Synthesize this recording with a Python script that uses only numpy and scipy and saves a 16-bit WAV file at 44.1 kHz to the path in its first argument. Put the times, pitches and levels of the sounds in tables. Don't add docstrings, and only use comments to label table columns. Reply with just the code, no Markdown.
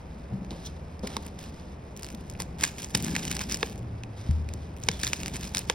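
import sys
import numpy as np
from scipy import signal
from scipy.fft import rfft, irfft
from scipy.io import wavfile

SR = 44100
rng = np.random.default_rng(int(sys.argv[2]) if len(sys.argv) > 2 else 0)


def wav_out(sig):
    wavfile.write(sys.argv[1], SR, np.round(np.clip(np.atleast_2d(sig).T, -1, 1) * 32767).astype(np.int16))


N = 253134
T = np.arange(N) / SR
TOP_HZ = 16000

# freq_hz, gain_db
ROOM_EQ = [(20, -4), (40, -11), (60, 4.5), (80, 0.5), (100, -4), (160, -2.5), (300, -12), (500, -12.5),
           (900, -19.5), (1400, -27), (2500, -29.5), (8000, -78.5)]
# pitch_hz, level_db
HUM_TONES = [(60, -50.5), (79, -49)]
# start_s, length_s, level_db
DRONE_SWELL = [(3.68, 0.67, -39.5)]

# start_s, length_s, level_db
PRESSES = [(.3, 0.094, -40.5), (1.02, 0.22, -46), (2.12, 0.39, -42.5), (2.93, 0.17, -32.5),
           (3.25, 0.54, -42.5), (4.26, 0.31, -42.5), (4.85, 0.068, -42.5), (5.17, 0.1, -37.5)]
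# freq_hz, gain_db
GRIP_EQ = [(30, -21), (70, 5.5), (110, -3), (170, 5), (240, -1.5), (330, -6), (500, -13), (800, -12.5),
           (1600, -56)]
# start_s, level_db, fade_s
SCUFFS = [(.308, -46, 0.016), (.508, -39.5, 0.055), (1.032, -32, 0.024), (1.06, -45, 0.18)]
# freq_hz, gain_db
SCUFF_EQ = [(170, 9), (350, 11), (780, 10), (1400, -12), (5000, -44)]
# start_s, pitch_hz, level_db, t60_s, slap_db
KNOCKS = [(0.321, 125, -25.5, 0.17, -14), (.334, 191.5, -24, 0.16, -18), (0.402, 188, -31.5, 0.27, -20),
          (0.508, 220, -34, 0.12, -3), (1.033, 216, -22.5, 0.068, -7), (1.167, 203, -24.5, 0.055, -16),
          (2.14, 228, -26.5, 0.055, -18), (2.961, 143, -26, 0.056, -16), (4.892, 164, -21.5, 0.06, -22)]
# pitch_hz, level_db, t60_s
SLAP_MODES = [(330, -1, .06), (495, -3, 0.072), (758, -3.5, 0.053)]

# start_s, level_db, facet_hz, ring_db, tilt_db_per_octave
LOUD_SNAPS = [(0.448, -49, 4000, -3, -2), (0.5078, -38.5, 3780, 25, 0), (0.994, -47, 5000, 4, 2),
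              (1.0744, -33, 4920, 15, -7.5), (1.1675, -27, 3950, 7, 3), (1.3905, -40.5, 3020, 4, 3.5),
              (1.9742, -41, 5430, 3, 9.5), (2.0322, -33.5, 5300, -2, 3), (2.0457, -34.5, 4660, -2, 2),
              (2.088, -40, 2730, 5, 3), (2.2992, -37, 1930, 0, 6.5), (2.3522, -44.5, 2640, 18, -8),
              (2.4016, -29, 10600, 10, -2.5), (2.4045, -31, 4430, -6, 5), (2.4208, -30.5, 9500, 1, 3),
              (2.6103, -29.5, 1860, 5, 3), (2.6357, -21, 1820, -6, 2), (2.6385, -15, 2000, 6, 2),
              (2.6456, -25.5, 7720, -9, -0.5), (2.6506, -23, 7450, 5, 1), (2.8205, -34, 5660, -10, 7),
              (2.8453, -29.5, 6330, 8, 3), (2.9492, -18.5, 2500, 7, 4), (2.9517, -21, 4900, 16, -2),
              (2.974, -30, 10600, 12, 8), (3.025, -30.5, 4170, -6, 14), (3.0469, -27.5, 7720, -1, 5),
              (3.152, -27, 2240, 9, 1), (3.1555, -27.5, 1880, 7, -2), (3.1643, -21, 2320, 14, 1),
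              (3.2526, -29.5, 2620, 10, 4.5), (3.2797, -29.5, 3130, 6, 2), (3.3138, -26.5, 4140, -5, 1),
              (3.327, -38, 5010, 0, -1), (3.3511, -32, 8200, 1, 6), (3.3677, -27.5, 5700, 1, 1),
              (3.393, -28.5, 2640, 2, 2), (3.4129, -29.5, 5370, -1, -3.5), (3.4387, -34, 5500, 13, -2),
              (3.4972, -32.5, 5520, 0, 1), (3.5191, -30.5, 5300, -3, -4), (3.523, -23.5, 5800, 3, 5),
              (3.5444, -23.5, 5270, 0, 3), (3.5717, -34.5, 2380, -3, 5), (3.6299, -20, 3500, 3, -7.5),
              (3.723, -51, 5500, 2, 14), (4.0359, -36, 2630, 15, 0.5), (4.3112, -41.5, 10600, 12, -4),
              (4.4896, -38.5, 2580, 7, 0.5), (4.5377, -36, 6450, -4, 4), (4.8371, -31.5, 6270, 11, 1),
              (4.8871, -15, 2300, 5, -1.5), (4.8884, -18.5, 5130, 13, -7.5), (4.9152, -31, 6170, 7, -1),
              (5.0334, -22.5, 3990, 14, 6), (5.0359, -23.5, 1780, 1, -0.5), (5.0477, -23.5, 6270, 19, 2),
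              (5.0688, -24, 3730, 7, 1.0), (5.0767, -26.5, 3480, 6, 3), (5.133, -18.5, 2700, -1, -1.5),
              (5.2336, -30, 2900, 9, 0.5), (5.2606, -28, 2710, -3, 0), (5.2815, -30, 2310, 7, 3),
              (5.3584, -33, 2140, 0, 0), (5.3668, -31.5, 8860, 7, 0.0), (5.5486, -22, 3460, -3, 1.5),
              (5.5706, -22, 3400, 6, 3), (5.582, -24, 5270, 8, 8), (5.5917, -27, 10540, 1, 7),
              (5.6989, -16.5, 3280, 0.5, -2.5)]
# freq_hz, gain_db
SNAP_EQ = [(250, -18), (500, -6.5), (900, 2.5), (1400, -0.5), (1650, 5), (2500, 5.5), (3400, 2.5),
           (5500, 7.5), (7400, 10), (9750, -1.5), (13000, -3.5), (15500, -12.5)]
# start_s, length_s, level_db
SLIDES = [(.5, 0.18, -51.5), (1.025, 0.12, -47.5), (1.21, 0.049, -56), (1.378, 0.074, -49.5),
          (1.53, 0.17, -57.5), (1.98, 0.31, -61), (4.16, 0.18, -53), (4.485, 0.16, -57.5)]
# freq_hz, gain_db
SWISH_EQ = [(150, 4.5), (600, 6.5), (900, 4), (1400, 1.5), (2400, 0.5), (3300, 2.5), (5500, 1.5),
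            (7300, -3), (9500, -7.5), (12000, -13), (15500, -24)]
# start_s, length_s, level_db
PINCHES = [(1.215, 0.05, -52), (1.375, 0.06, -51), (1.96, 0.19, -52), (2.25, 0.18, -57.5),
           (3.62, 0.17, -57), (4.76, 0.13, -54)]
# centre_s, level_db, half_length_s, tilt_db_per_octave
SKIDS = [(0.665, -39.5, 0.0096, 7), (4.935, -46.5, 0.032, -10)]
# pitch_hz, width_hz, level_db
FILM_RESONANCES = [(1870, 430, -10), (3460, 150, 11), (4030, 300, 6.5), (5150, 650, 0.5), (5900, 260, 4)]
# start_s, length_s, level_db
RIPS = [(1.07, 0.0067, -37.5), (2.639, 0.0019, -32), (2.9498, 0.0042, -21), (3.3135, 0.0017, -25),
        (3.5435, 0.0031, -31.5), (5.032, 0.0081, -38), (5.076, 0.0024, -40)]

# start_s, level_db, deep_mode_db, wall_db, pitch_ratio
POPS = [(1.1667, -19, -8.5, -11.5, 1.02), (2.4014, -27, -3, -10, 1.04), (2.6386, -26.5, -8, 7, 1.0),
        (2.9490, -27, -7, 4, 1.02), (3.1640, -29, -2, -1, 1.04), (3.6299, -18.5, 3, -4, 1),
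        (4.887, -27.5, 7.5, 9.5, 1.0), (5.6987, -15.5, -2, -5, 1.05)]
# pitch_hz, level_db, t60_s
AIR_MODES = [(469, -0.5, 0.041), (896, 0.5, 0.019), (1037, -2.5, 0.018)]
# pitch_hz, level_db, t60_s
WALL_MODES = [(1640, -1.5, .02), (2150, -1.5, .013), (2620, 0, .012), (3590, -1.5, .012), (4790, -6, .01)]

# start_s, length_s, level_db
STROKES = [(2.58, 1.142, -52), (4.82, 0.86, -52.5)]
# start_s, length_s, level_db
LURCHES = [(2.388, 0.03, -43.5), (2.592, 0.036, -40.5), (2.615, 0.059, -36.5), (2.775, 0.07, -41.5),
           (2.937, 0.074, -40), (3.014, 0.36, -41), (3.293, 0.037, -39), (3.4, 0.022, -35.5),
           (3.48, 0.071, -37), (3.598, 0.061, -44.5), (4.989, 0.097, -37.5), (5.095, 0.2, -44),
           (5.328, 0.032, -39), (5.399, 0.071, -41), (5.538, 0.059, -36.5), (5.678, 0.045, -45)]
# freq_hz, gain_db
RASP_EQ = [(150, 15.5), (500, 2), (900, 5), (1350, -1.5), (1700, 5.5), (1900, 2), (2550, 7), (3200, 3.5),
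           (4200, 1.5), (5600, 2.5), (7300, 3), (9500, -6.5), (12000, -7.5), (15500, -17)]
# start_s, length_s, level_db
RUBS = [(3.03, .11, -37.5), (3.19, 0.026, -46)]
# pitch_hz, width_hz, level_db
PADDING_RESONANCES = [(154, 18, 1.5), (195, 15, -9), (234, 13.7, 2.5), (286, 43, -9)]
# pitch_hz, level_db, t60_s
BUMP_MODES = [(78.1, -19, 0.77), (123, -15.5, 0.08), (64.5, -21, 0.15), (187.4, -38, 0.55),
              (272, -52, 0.099)]

# freq_hz, lead_rad
PORT_PHASE = [(0, 0.5), (850, -1.3), (1250, -1.25), (2000, -0.14), (2580, 1.0), (4300, 1.03), (5050, 0),
              (6400, 2.5), (8100, 4), (9730, 6), (12700, 8.5), (16000, 12.5)]
# freq_hz, balance_db
PORT_BALANCE = [(60, 2), (520, 3), (1000, -6), (1850, -2), (2500, -2.5), (4400, -2.5), (5400, 1),
                (15000, -0.5)]


def undb(db):
    return 10 ** (np.asarray(db) / 20)


def unit(x):
    return x / np.sqrt(np.mean(x ** 2))


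def on_octaves(hz, points):
    point_hz, value = np.transpose(points)
    return np.interp(np.log(hz + 1), np.log(point_hz), value)


def eq(x, points, tilt_db=0):
    hz = np.fft.rfftfreq(x.shape[-1], 1 / SR)
    db = on_octaves(hz, points) + tilt_db * np.log2(np.maximum(hz, 1800) / 1800)
    low_cut = np.minimum(hz / points[0][0], 1) ** 2
    return irfft(rfft(x) * undb(db) * low_cut, x.shape[-1])


def wander(rate_hz):
    knots = rng.standard_normal(N // 20)
    return unit(np.interp(T * rate_hz, np.arange(len(knots)), knots))


def add(track, start_s, sound):
    i = max(int(start_s * SR), 0)
    track[i:i + len(sound)] += sound[:N - i]


def gestures(rows, attack_s, release_s):
    power = np.zeros(N)
    for start_s, length_s, db in rows:
        rise = np.clip((T - start_s) / attack_s, 0, 1)
        fade = np.exp(-np.maximum(T - start_s - length_s, 0) / release_s)
        power += (undb(db) * rise * fade) ** 2
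    return np.sqrt(power)


def resonate(x, hz, width_hz, passes=1):
    for _ in range(passes):
        x = signal.lfilter(*signal.iirpeak(hz, hz / width_hz, fs=SR), x)
    return x


def ring(modes, rise_s):
    t = T[:SR]
    waves = sum(undb(db - 60 * t / t60) * np.sin(2 * np.pi * hz * t) for hz, db, t60 in modes)
    return waves * (1 - np.exp(-t / rise_s))


def friction(points, catch_db):
    grainy = rng.standard_normal(N) * undb(catch_db * (wander(400) + .5 * wander(60)))
    return unit(eq(grainy, points))


def crinkle(per_s, spread_db, tilt_db, tail_s=0.001):
    fires = rng.random(N) < per_s / SR
    size = np.minimum(rng.exponential(size=N), 3)
    envelope = signal.lfilter([1], [1, -np.exp(-1 / (tail_s * SR))], fires * undb(spread_db * size))
    return unit(eq(envelope * rng.standard_normal(N), RASP_EQ, tilt_db))


def hum(hz, waver_db=2.5):
    level = np.sqrt(2) * undb(waver_db * wander(4.67))
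    return level * np.sin(2 * np.pi * hz * T + 1.13 * wander(4.6))


def room_tone(rumble_db=-43.5):
    mid = unit(eq(rng.standard_normal(N), ROOM_EQ))
    side = unit(eq(rng.standard_normal(N), ROOM_EQ))
    side = eq(side, [(40, -23), (250, -19), (700, 1), (4000, -6.5)])
    drone = unit(resonate(rng.standard_normal(N), hz=109, width_hz=19.6, passes=2))
    drone *= gestures(DRONE_SWELL, attack_s=0.056, release_s=0.81)
    hums = sum(undb(db) * hum(hz) for hz, db in HUM_TONES)
    return undb(rumble_db) * np.array([mid + side, mid - side]) + hums + drone


def grip_rumble(trim_db=-3, rest_db=-48):
    pressing = np.hypot(gestures(PRESSES, attack_s=0.015, release_s=0.34), undb(rest_db))
    return undb(trim_db) * pressing * unit(eq(rng.standard_normal(N), GRIP_EQ))


def palm_scuffs(rise_s=0.00076):
    t = T[:SR]
    out = np.zeros(N)
    for start_s, db, fade_s in SCUFFS:
        scuff = unit(eq(rng.standard_normal(SR), SCUFF_EQ))
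        envelope = np.exp(-t / fade_s) * (1 - np.exp(-t / rise_s))
        add(out, start_s, undb(db) * envelope * scuff)
    return out


def finger_knocks():
    out = np.zeros(N)
    for start_s, hz, db, t60, slap_db in KNOCKS:
        thud = ring([(hz, db, t60)], rise_s=0.0035)
        slap = undb(db + slap_db) * ring(SLAP_MODES, rise_s=0.00091)
        add(out, start_s, thud + slap)
    return out


def snaps(rows, crack_s=0.00002, flutter_s=0.0013, flutter_db=-1.5, facet_q=6.5):
    lead_s, body_s = 0.004, 0.0027
    t = T[:1024] - lead_s
    crack = unit(np.exp(-np.abs(t) / crack_s))
    flutter_envelope = np.clip(t / 0.00043, 0, 1) * np.exp(-np.abs(t) / flutter_s)
    out = np.zeros(N)
    for start_s, db, facet_hz, ring_db, tilt_db in rows:
        flutter = unit(flutter_envelope * rng.choice([-1, 1], len(t)))
        burst = eq(crack + undb(flutter_db) * flutter, SNAP_EQ, tilt_db)
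        burst += undb(ring_db) * resonate(burst, facet_hz, facet_hz / facet_q)
        burst *= np.sqrt(body_s * SR / np.sum(burst ** 2))
        add(out, start_s - lead_s, undb(db) * burst)
    return out


def disperse(x, spread_s=0.0003, corner_hz=3000):
    hz = np.fft.rfftfreq(N, 1 / SR)
    phase = 2 * np.pi * spread_s * corner_hz * np.arctan(hz / corner_hz)
    return irfft(rfft(x) * np.exp(1j * phase), N)


def fingers_on_film(swish_db=-1, guide_db=-3, rest_swish_db=-61.5, rest_crinkle_db=-75):
    sliding = np.hypot(gestures(SLIDES, attack_s=0.0087, release_s=0.057), undb(rest_swish_db))
    swish = undb(swish_db) * sliding * friction(SWISH_EQ, catch_db=2)
    attack_s, release_s = 0.0068, 0.032
    pinching = gestures(PINCHES, attack_s, release_s)
    guiding = undb(guide_db) * gestures(STROKES, attack_s, release_s)
    pressure = np.hypot(pinching, guiding) + undb(rest_crinkle_db)
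    return swish + pressure * crinkle(per_s=200, spread_db=5, tilt_db=3, tail_s=0.0005)


def skids():
    drag = rng.standard_normal(N)
    bands = [(hz, undb(db) * resonate(drag, hz, width)) for hz, width, db in FILM_RESONANCES]
    out = np.zeros(N)
    for centre_s, db, half_length_s, tilt_db in SKIDS:
        squeak = unit(sum(undb(tilt_db * np.log2(hz)) * band for hz, band in bands))
        swell = np.exp(-.5 * ((T - centre_s) / half_length_s) ** 2)
        out += undb(db) * swell * squeak
    return out


def rips():
    cracks = crinkle(per_s=3000, spread_db=3.5, tilt_db=1.5)
    return gestures(RIPS, attack_s=0.00022, release_s=0.0025) * cracks


def pouch_pops():
    out = np.zeros(N)
    for start_s, db, deep_db, wall_db, pitch_ratio in POPS:
        tuning = np.array([pitch_ratio, 1, 1])
        air = tuning * AIR_MODES
        deep = undb(deep_db) * ring(air[:1], rise_s=0.0012)
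        hollow = ring(air[1:], rise_s=0.00068)
        clack = undb(wall_db) * ring(tuning * WALL_MODES, rise_s=0.0001)
        add(out, start_s, undb(db) * (deep + hollow + clack))
    return out


def slitting(effort, rasp_db=-3.5, tear_db=-4):
    spurts = undb(1.8 * wander(110))
    rasp = unit(spurts * friction(RASP_EQ, catch_db=2.5))
    tears = unit(spurts * crinkle(per_s=550, spread_db=4.5, tilt_db=2, tail_s=0.0003))
    return effort * (undb(rasp_db) * rasp + undb(tear_db) * tears)


def blade_snaps(effort, chances=290, gate_db=-54, trim_db=-0.5, scatter_db=4, ring_db=5, tilt_db=3):
    middle_hz, spread_octaves = 5700, 0.31
    rows = []
    for when, size, facet in rng.random((chances, 3)):
        i = int(when * N)
        if effort[i] > undb(gate_db):
            db = 20 * np.log10(effort[i]) + trim_db + scatter_db * (2 * size - 1)
            facet_hz = middle_hz * 2 ** (spread_octaves * (2 * facet - 1))
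            rows.append((T[i], db, facet_hz, ring_db, tilt_db))
    return snaps(rows, flutter_db=6)


def thumb_rubs(widen=1.4):
    drag = rng.standard_normal(N)
    groan = sum(undb(db) * resonate(drag, hz, widen * width, passes=2)
                for hz, width, db in PADDING_RESONANCES)
    return gestures(RUBS, attack_s=0.018, release_s=0.029) * unit(groan)


def bump(start_s=4.291, low_cut_hz=42):
    out = np.zeros(N)
    add(out, start_s, ring(BUMP_MODES, rise_s=0.0022))
    return signal.sosfilt(signal.butter(2, low_cut_hz, "high", fs=SR, output="sos"), out)


def mic_ports(x):
    hz = np.fft.rfftfreq(N, 1 / SR)
    lead_rad = np.interp(hz, *np.transpose(PORT_PHASE))
    left = undb(on_octaves(hz, PORT_BALANCE) / 2) * np.exp(.5j * lead_rad)
    return irfft(rfft(x) * np.array([left, 1 / left]), N)


def reflections(x, t60_s, send_db, predelay_s, mid_db, wide_above_hz=450):
    t = T[:SR // 2]
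    decay = np.exp(-np.log(1000) * t / t60_s) * (t > predelay_s)
    mid, side = rng.standard_normal((2, len(t))) * decay
    side = signal.sosfilt(signal.butter(2, wide_above_hz, "high", fs=SR, output="sos"), side)
    tail = undb(mid_db) * mid + np.array([side, -side])
    tail /= np.sqrt(np.sum(tail[0] ** 2))
    tail = eq(tail, [(100, 4), (600, 10.5), (1500, 5), (5000, 4.5), (15000, -12)])
    return undb(send_db) * signal.fftconvolve(x[None], tail, axes=1)[:, :N]


def scene():
    effort = gestures(STROKES + LURCHES, attack_s=0.012, release_s=0.019)
    cracks = disperse(snaps(LOUD_SNAPS) + blade_snaps(effort))
    film = cracks + rips() + slitting(effort) + fingers_on_film() + skids()
    padding = grip_rumble() + palm_scuffs() + finger_knocks() + pouch_pops() + thumb_rubs()
    close = film + padding + bump()
    table = reflections(close, t60_s=0.0084, send_db=-17.5, predelay_s=0.00048, mid_db=-7)
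    walls = reflections(close, t60_s=0.52, send_db=-25, predelay_s=0.0035, mid_db=3)
    return mic_ports(close) + table + walls + room_tone()


def record(dry):
    return signal.sosfilt(signal.ellip(10, .2, 90, TOP_HZ, fs=SR, output="sos"), dry)


dry = scene()
out = record(dry)
wav_out(out)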